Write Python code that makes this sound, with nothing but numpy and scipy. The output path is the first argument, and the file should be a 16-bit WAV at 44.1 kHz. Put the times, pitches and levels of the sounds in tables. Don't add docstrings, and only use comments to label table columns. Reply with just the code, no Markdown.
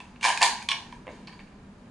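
import sys
import numpy as np
from scipy import signal
from scipy.io import wavfile

SR = 44100
rng = np.random.default_rng(int(sys.argv[2]) if len(sys.argv) > 2 else 0)


def unload_audio(sound):
    columns = np.transpose(np.atleast_2d(sound))
    steps = np.round(np.clip(columns, -1, 1) * 32767)
    wavfile.write(sys.argv[1], SR, steps.astype(np.int16))


def how_loud(loudness_db):
    steps = np.asarray(loudness_db, float) / 20
    return 10 ** steps


N = 83790

# pitch_hz, level_db (per Hz)
AIR_SPECTRUM = [(12, -36), (20, -6), (211, -8), (685, -20.5), (895, -21), (1140, -21), (3800, -37.5),
                (9690, -46.5), (12000, -54), (15600, -92), (22000, -120)]
# pitch_hz, likeness_0_to_1
AIR_LIKENESS = [(60, 1), (250, 0.98), (1000, 0.52), (2500, 0), (4500, 0), (10000, 0)]
# pitch_hz, width_hz, level_db
DUCT_TONES = [(200.6, 22.3, -58.5), (241, 15.8, -59.5), (162.6, 8.3, -67)]
# time_s, gain_db
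AIR_GAIN = [(0, 1), (.24, 2.5), (.3, 1), (.7, 1.5), (.95, 3.5), (1.9, 2.5)]
# start_s, level_db, pitch_hz, hollow_share_db, crack_share_db
TICKS = [(0.0024, -26.5, 2650, -3, -13), (0.0085, -35.5, 2742, -12, -20), (0.16, -38.5, 2600, -5, -24),
         (0.9252, -27.5, 1840, 0, -18), (1.0684, -32, 575, -11, -20), (1.0784, -48, 564, -18, -44),
         (1.0900, -38, 2100, -8, -22), (1.0984, -40, 1050, -12, -20), (1.1044, -41, 2180, -10, -18),
         (1.14, -53, 764, -19, -9), (1.2725, -35.5, 3350, -13, -11), (1.2760, -30.5, 2270, -20, -25),
         (1.2815, -31.5, 2680, -1.5, -23), (1.2936, -37, 1800, -4, -18), (1.3264, -37.5, 2340, -10, -18),
         (1.3325, -38, 1750, 0, -15), (1.3922, -34, 2360, -30, -32), (1.3990, -36.5, 2693, -15, -18),
         (1.4050, -38, 1780, -5, -25), (1.4727, -45, 2600, -25.5, -25.5), (1.481, -44.5, 1760, -27.5, -25),
         (1.5194, -52, 797, -9.5, -24), (1.8135, -71, 953, -1, -23), (1.8592, -43, 554, -21, -34)]
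# start_s, level_db, hollow_share_db, crack_share_db, pitch_hz
CLACKS = [(0.2092, -40, -23.5, -8, 2780), (0.211, -27, -13, -11, 2800), (0.2174, -49, -12, -14, 1800),
          (0.2283, -23, -23, -3.5, 2350), (0.2300, -15, -29, -11.5, 2350), (0.2353, -19, -3, -8, 2700),
          (0.2405, -12.5, -23, -5.5, 2350), (0.2430, -11, -18.5, -5.5, 2300), (0.2499, -6, 1, -10, 2366),
          (0.2556, -16, 6.5, -6, 1700), (0.2600, -16, 5.5, 1.5, 3500), (0.2665, -20, -1.5, 1.5, 2400),
          (0.2735, -20, 3, -10.5, 1700), (0.2834, -12.5, 5, -8, 3000), (0.2884, -15, 7, -4, 2400),
          (0.3013, -13.5, 3.5, -9.5, 1700), (0.3126, -21, -10.5, -10.5, 3000), (0.3743, -14, -22, -6, 2500),
          (0.3820, -26.5, -22, -17.5, 3700), (0.4075, -25, -14.5, -4.5, 1700), (0.4100, -21, -12, -5, 1800),
          (0.4126, -18, 11.5, -7, 2200), (0.4170, -7, -7, -6, 2600), (0.4214, -7.5, 3, -13.5, 1800),
          (0.4271, -3.5, -2.5, -1.5, 3400), (0.4315, -8, -9, 0.5, 2300), (0.4365, -15.5, -1, 2.5, 1900),
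          (0.4451, -14.5, 1.5, -11.5, 3500), (0.4520, -15.5, -1, -3, 4000), (0.4597, -13.5, -6, -1, 3000),
          (0.4740, -23.5, 4.5, -14, 1700), (0.482, -24.5, -1, -12, 1700), (0.6194, -28.5, -28, -30, 2400),
          (0.6253, -29, -4, -2.5, 2400)]
# time_s, level_db
RATTLE_LEVEL = [(.02, -58.5), (.2, -68), (.228, -37.5), (.25, -24.5), (.3, -31.5), (.404, -44),
                (.425, -21.5), (.48, -33.5), (.56, -45), (.63, -47.5), (.68, -75), (.72, -41.5), (.8, -52),
                (1.05, -68.5), (1.12, -56.5), (1.25, -64.5), (1.34, -63), (1.6, -70)]
# pitch_hz, level_db, t60_s
HOLLOW_MODES = [(692, -17, 0.051), (783, -8, 0.04), (833, -2, 0.025), (846, -4.5, 0.043), (922, -4, .03),
                (959, 1, 0.053), (991, -7, 0.024), (1010, -2.5, 0.046), (996, -14, 0.0086)]
# pitch_hz, level_db, t60_s
SHELL_MODES = [(1612, -5, 0.022), (1719, -5, 0.015), (1832, -9, 0.022), (2114, -6, 0.011),
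               (2340, -2.5, 0.012), (2765, -5.5, 0.011), (3075, -5, 0.0084), (3444, -11, 0.0055),
               (3840, -3.5, 0.0053)]
# pitch_hz, level_db, t60_s
SMALL_PART_MODES = [(4330, 1, 0.006), (4780, -0.5, 0.0054), (5740, -6.5, 0.0047), (6660, -0.5, 0.004),
                    (8030, -9.5, 0.002)]
# pitch_hz, t60_s
ROOM_T60 = [(200, 0.87), (500, 0.27), (1000, 0.33), (2000, 0.26), (4000, 0.39), (9000, 0.27)]
# pitch_hz, level_db
ROOM_TONE = [(200, 7), (1000, -0.04), (3000, -2.7), (10000, 5.5)]
# pitch_hz, likeness_0_to_1
ROOM_LIKENESS = [(250, 0.99), (1000, 0.81), (2500, 0.72), (4500, 0), (10000, 0)]
# start_s, level_db, crack_share_db, pitch_hz
LATCH_SNAPS = [(.6870, -13, -12, 2470), (.6884, -11, -11.5, 3530), (.6896, -11.5, -10.5, 3620),
               (.6950, -16, -14, 3330), (.6990, -22, -11, 3340), (.7030, -21, -12, 2970),
               (0.7076, -15, -11, 4050), (0.711, -20, -12, 3100), (.7135, -17.5, -9, 2370),
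               (.7157, -9, -21, 2610), (0.7179, -8.5, -16, 2363), (0.722, -18.5, -8, 2620),
               (0.7282, -19, -29, 3740), (.7494, -32, -27, 3240)]
# pitch_hz, level_db, t60_s
LATCH_MODES = [(1688, -1.5, 0.021), (2240, -23, 0.022), (2418, 0.5, 0.029), (2880, -7, 0.026),
               (3055, -1, 0.018), (3225, -4, 0.027), (3434, -0.5, 0.023), (3590, -2.5, .012),
               (3970, -3, 0.014), (4290, -3.5, 0.011), (4650, -0.5, 0.0059), (5520, 3, 0.0078),
               (6350, -7, 0.0075)]
# start_s, level_db
COVER_JOLTS = [
    (.6880, -30),
    (0.6972, -25.5),
    (.7140, -22),
    (0.7224, -28.5),
]
# pitch_hz, level_db, t60_s
COVER_MODES = [(1098, -4, .08), (978, -9, 0.049)]
# start_s, level_db
KNOCKS = [
    (1.0685, -32),
    (1.0785, -30.5),
    (1.087, -40),
]
# pitch_hz, level_db, t60_s
KNOCK_MODES = [(250, -5, .015), (346, -7, .018), (450, -9, .012), (560, 2.5, .022), (680, -8, .012),
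               (800, -8, .012), (1000, -9, .015), (2120, -4, .01), (2700, -7, .008), (3300, -8, .007)]
# start_s, level_db
SPRING_PLUCKS = [(1.2724, -35), (1.2756, -38), (1.288, -60), (1.304, -54), (1.3308, -50), (1.34, -52),
                 (1.355, -55), (1.3905, -54), (1.3984, -51.5), (1.422, -63), (1.436, -63)]
# pitch_hz, level_db, t60_s
SPRING_MODES = [(4620, -4, .018), (4480, -6, .015), (4260, -6, .014)]


def in_time(rows):
    return np.interp(np.arange(N) / SR, *np.transpose(rows))


def at_hz(points, hz):
    pitch_hz, value = np.transpose(points)
    return np.interp(np.log(hz), np.log(pitch_hz), value)


def band(x, low_hz, high_hz):
    edges_hz = [low_hz, min(high_hz, SR / 2.2)]
    return signal.sosfilt(signal.butter(2, edges_hz, "band", fs=SR, output="sos"), x)


def stereo_bands(likeness):
    edges_hz = 20 * 2 ** np.arange(0, 9.6, .5)
    white = rng.standard_normal((2, 2, N))
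    for k, (low_hz, high_hz) in enumerate(zip(edges_hz, edges_hz[1:])):
        mid, side = band(white[k % 2], low_hz, high_hz)
        hz = np.sqrt(low_hz * high_hz)
        alike = np.clip(at_hz(likeness, hz), 0, .999)
        yield hz, np.sqrt(1 + alike) * mid + np.sqrt(1 - alike) * side * [[1], [-1]]


def ventilation():
    knots = np.arange(0, N + 4000, 4000)
    air = 0
    for hz, noise in stereo_bands(AIR_LIKENESS):
        patchy_db = 0.5 * np.interp(np.arange(N), knots, rng.standard_normal(len(knots)))
        air = air + noise * how_loud(at_hz(AIR_SPECTRUM, hz) + patchy_db)
    air = air / air.std() * how_loud(-54)
    for hz, width_hz, level_db in DUCT_TONES:
        tone = band(rng.standard_normal(2 * N), hz - width_hz / 2, hz + width_hz / 2)[N:]
        air = air + tone / tone.std() * how_loud(level_db)
    return air * how_loud(in_time(AIR_GAIN))


def ring(clicks, hz, t60_s):
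    r = how_loud(-60 / (t60_s * SR))
    w = 2 * np.pi * hz / SR
    return signal.lfilter([0, np.sin(w)], [1, -2 * r * np.cos(w), r * r], clicks + 1e-18)


def slips(start_s, level_db):
    burst_s, loss_db, first_db, spread_db = .0024, 2.5, -4, 1.5
    order = np.arange(6)
    chance = rng.random((len(start_s), 2, 6))
    at_s = start_s[:, None] + burst_s * (order + chance[:, 0] * (order > 0)) / 6
    uneven_db = spread_db * (2 * chance[:, 1] - 2.5)
    size = how_loud(level_db[:, None] - loss_db * order + first_db * (order == 0) + uneven_db)
    out = np.zeros(N + SR)
    np.add.at(out, (at_s * SR).astype(int), size * (-1) ** order)
    return out[:N]


def rattle():
    hits_per_s = 990
    sizes = how_loud(3.2 * np.minimum(rng.exponential(1, N), 4)) * rng.choice([-1, 1], N)
    return sizes * (rng.random(N) < hits_per_s / SR) * how_loud(in_time(RATTLE_LEVEL))


def struck(modes, start_s, level_db, rattle_db=-200, focus_hz=None):
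    focus_db_per_octave, spread_db = 8.5, 2.5
    out = 0
    for hz, mode_db, t60_s in modes:
        away_db = 0 if focus_hz is None else focus_db_per_octave * np.abs(np.log2(hz / focus_hz))
        hit_db = level_db - away_db + spread_db * rng.standard_normal(len(start_s))
        clicks = slips(start_s, hit_db) + how_loud(rattle_db) * rattle()
        out = out + how_loud(mode_db) * ring(clicks, hz, t60_s)
    return out


def tap(start_s, level_db, hz, t60_s):
    click = np.zeros(N)
    click[(np.atleast_1d(start_s) * SR).astype(int)] = how_loud(level_db)
    return ring(click, hz, t60_s)


def pings(start_s, level_db, pitch_hz):
    out = 0
    for at_s, db, hz in zip(start_s, level_db, pitch_hz):
        out = out + band(tap(at_s, db - 5, hz, 34 / hz), hz / 1.158, hz * 1.12)
    return out


def tick_parts():
    out = 0
    for at_s, level_db, hz, *_ in TICKS:
        pair = [(hz, 0, .016), (hz / 1.06, -4, .016)]
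        own = struck(pair, np.array([at_s]), level_db - 9)
        out = out + band(own, hz / 1.14, hz * 1.15)
    return out


def dip(x):
    return signal.lfilter(*signal.iirnotch(1295, 7, fs=SR), x)


def gun():
    clacks = np.array(CLACKS)
    contacts = np.vstack([clacks, np.array(TICKS)[:, [0, 1, 3, 4, 2]]])
    start_s, level_db, hollow_db, crack_db, pitch_hz = contacts.T
    hollow = band(struck(HOLLOW_MODES, start_s, level_db + hollow_db - 21.5, -13), 690, 1154)
    shell = struck(SHELL_MODES, start_s, level_db - 9.5, -6.5, np.maximum(pitch_hz, 2100))
    shell = band(shell, 1170, 5000)
    crack = slips(start_s, level_db + crack_db + 0.9) + how_loud(-9) * rattle()
    crack = crack * 4 + struck(SMALL_PART_MODES, start_s, level_db + crack_db - 8, -12)
    crack = band(crack, 3700, 9260)
    thud = band(band(slips(start_s, level_db + hollow_db), 330, 1480), 330, 1480) * how_loud(7.5)
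    return hollow + shell + crack + thud + pings(*clacks[:, [0, 1, 4]].T) + tick_parts()


def room(x):
    t = np.arange(N) / SR
    echo = 0
    for hz, noise in stereo_bands(ROOM_LIKENESS):
        echo = echo + noise * how_loud(at_hz(ROOM_TONE, hz) - 60 * t / at_hz(ROOM_T60, hz))
    echo = echo * (1 - np.exp(-(t / 0.0041) ** 2))
    return signal.fftconvolve(echo, x[None], axes=1)[:, :N]


def latch():
    start_s, level_db, crack_db, pitch_hz = np.transpose(LATCH_SNAPS)
    snap = band(struck(LATCH_MODES, start_s, level_db - 12, focus_hz=pitch_hz), 1300, 5800)
    snap = snap + pings(start_s, level_db - 7, pitch_hz)
    jolt_s, jolt_db = np.transpose(COVER_JOLTS)
    cover = sum(tap(jolt_s, jolt_db + mode_db, hz, t60_s) for hz, mode_db, t60_s in COVER_MODES)
    crack = band(slips(start_s, level_db + crack_db + 7), 3700, 9260) * 2
    return dip(snap + band(cover, 900, 1167)), crack


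def knock():
    start_s, level_db = np.transpose(KNOCKS)
    return band(struck(KNOCK_MODES, start_s, level_db - 4.5), 210, 4100)


def spring():
    start_s, level_db = np.transpose(SPRING_PLUCKS)
    return band(struck(SPRING_MODES, start_s, level_db), 3850, 6600)


def scene():
    body = dip(gun()) + knock()
    snap, crack = latch()
    air = ventilation()
    body = body + spring()
    pan = how_loud(np.array([[-0.92], [0.92]]))
    near = (body + snap + crack) * pan
    echo = room(body + how_loud(-1.5) * (snap + how_loud(-7.5) * crack))
    return near + how_loud(-33.5) * echo + air


def low_pass(x):
    return signal.sosfilt(signal.butter(12, 12320, fs=SR, output="sos"), x)


def record(dry):
    limit = .8
    rounded = limit * np.tanh(dry / limit)
    treble_cut = signal.cheby2(20, 60, 11520, fs=SR, output="sos")
    return low_pass(signal.sosfilt(treble_cut, rounded))


dry = scene()
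out = record(dry)
unload_audio(out)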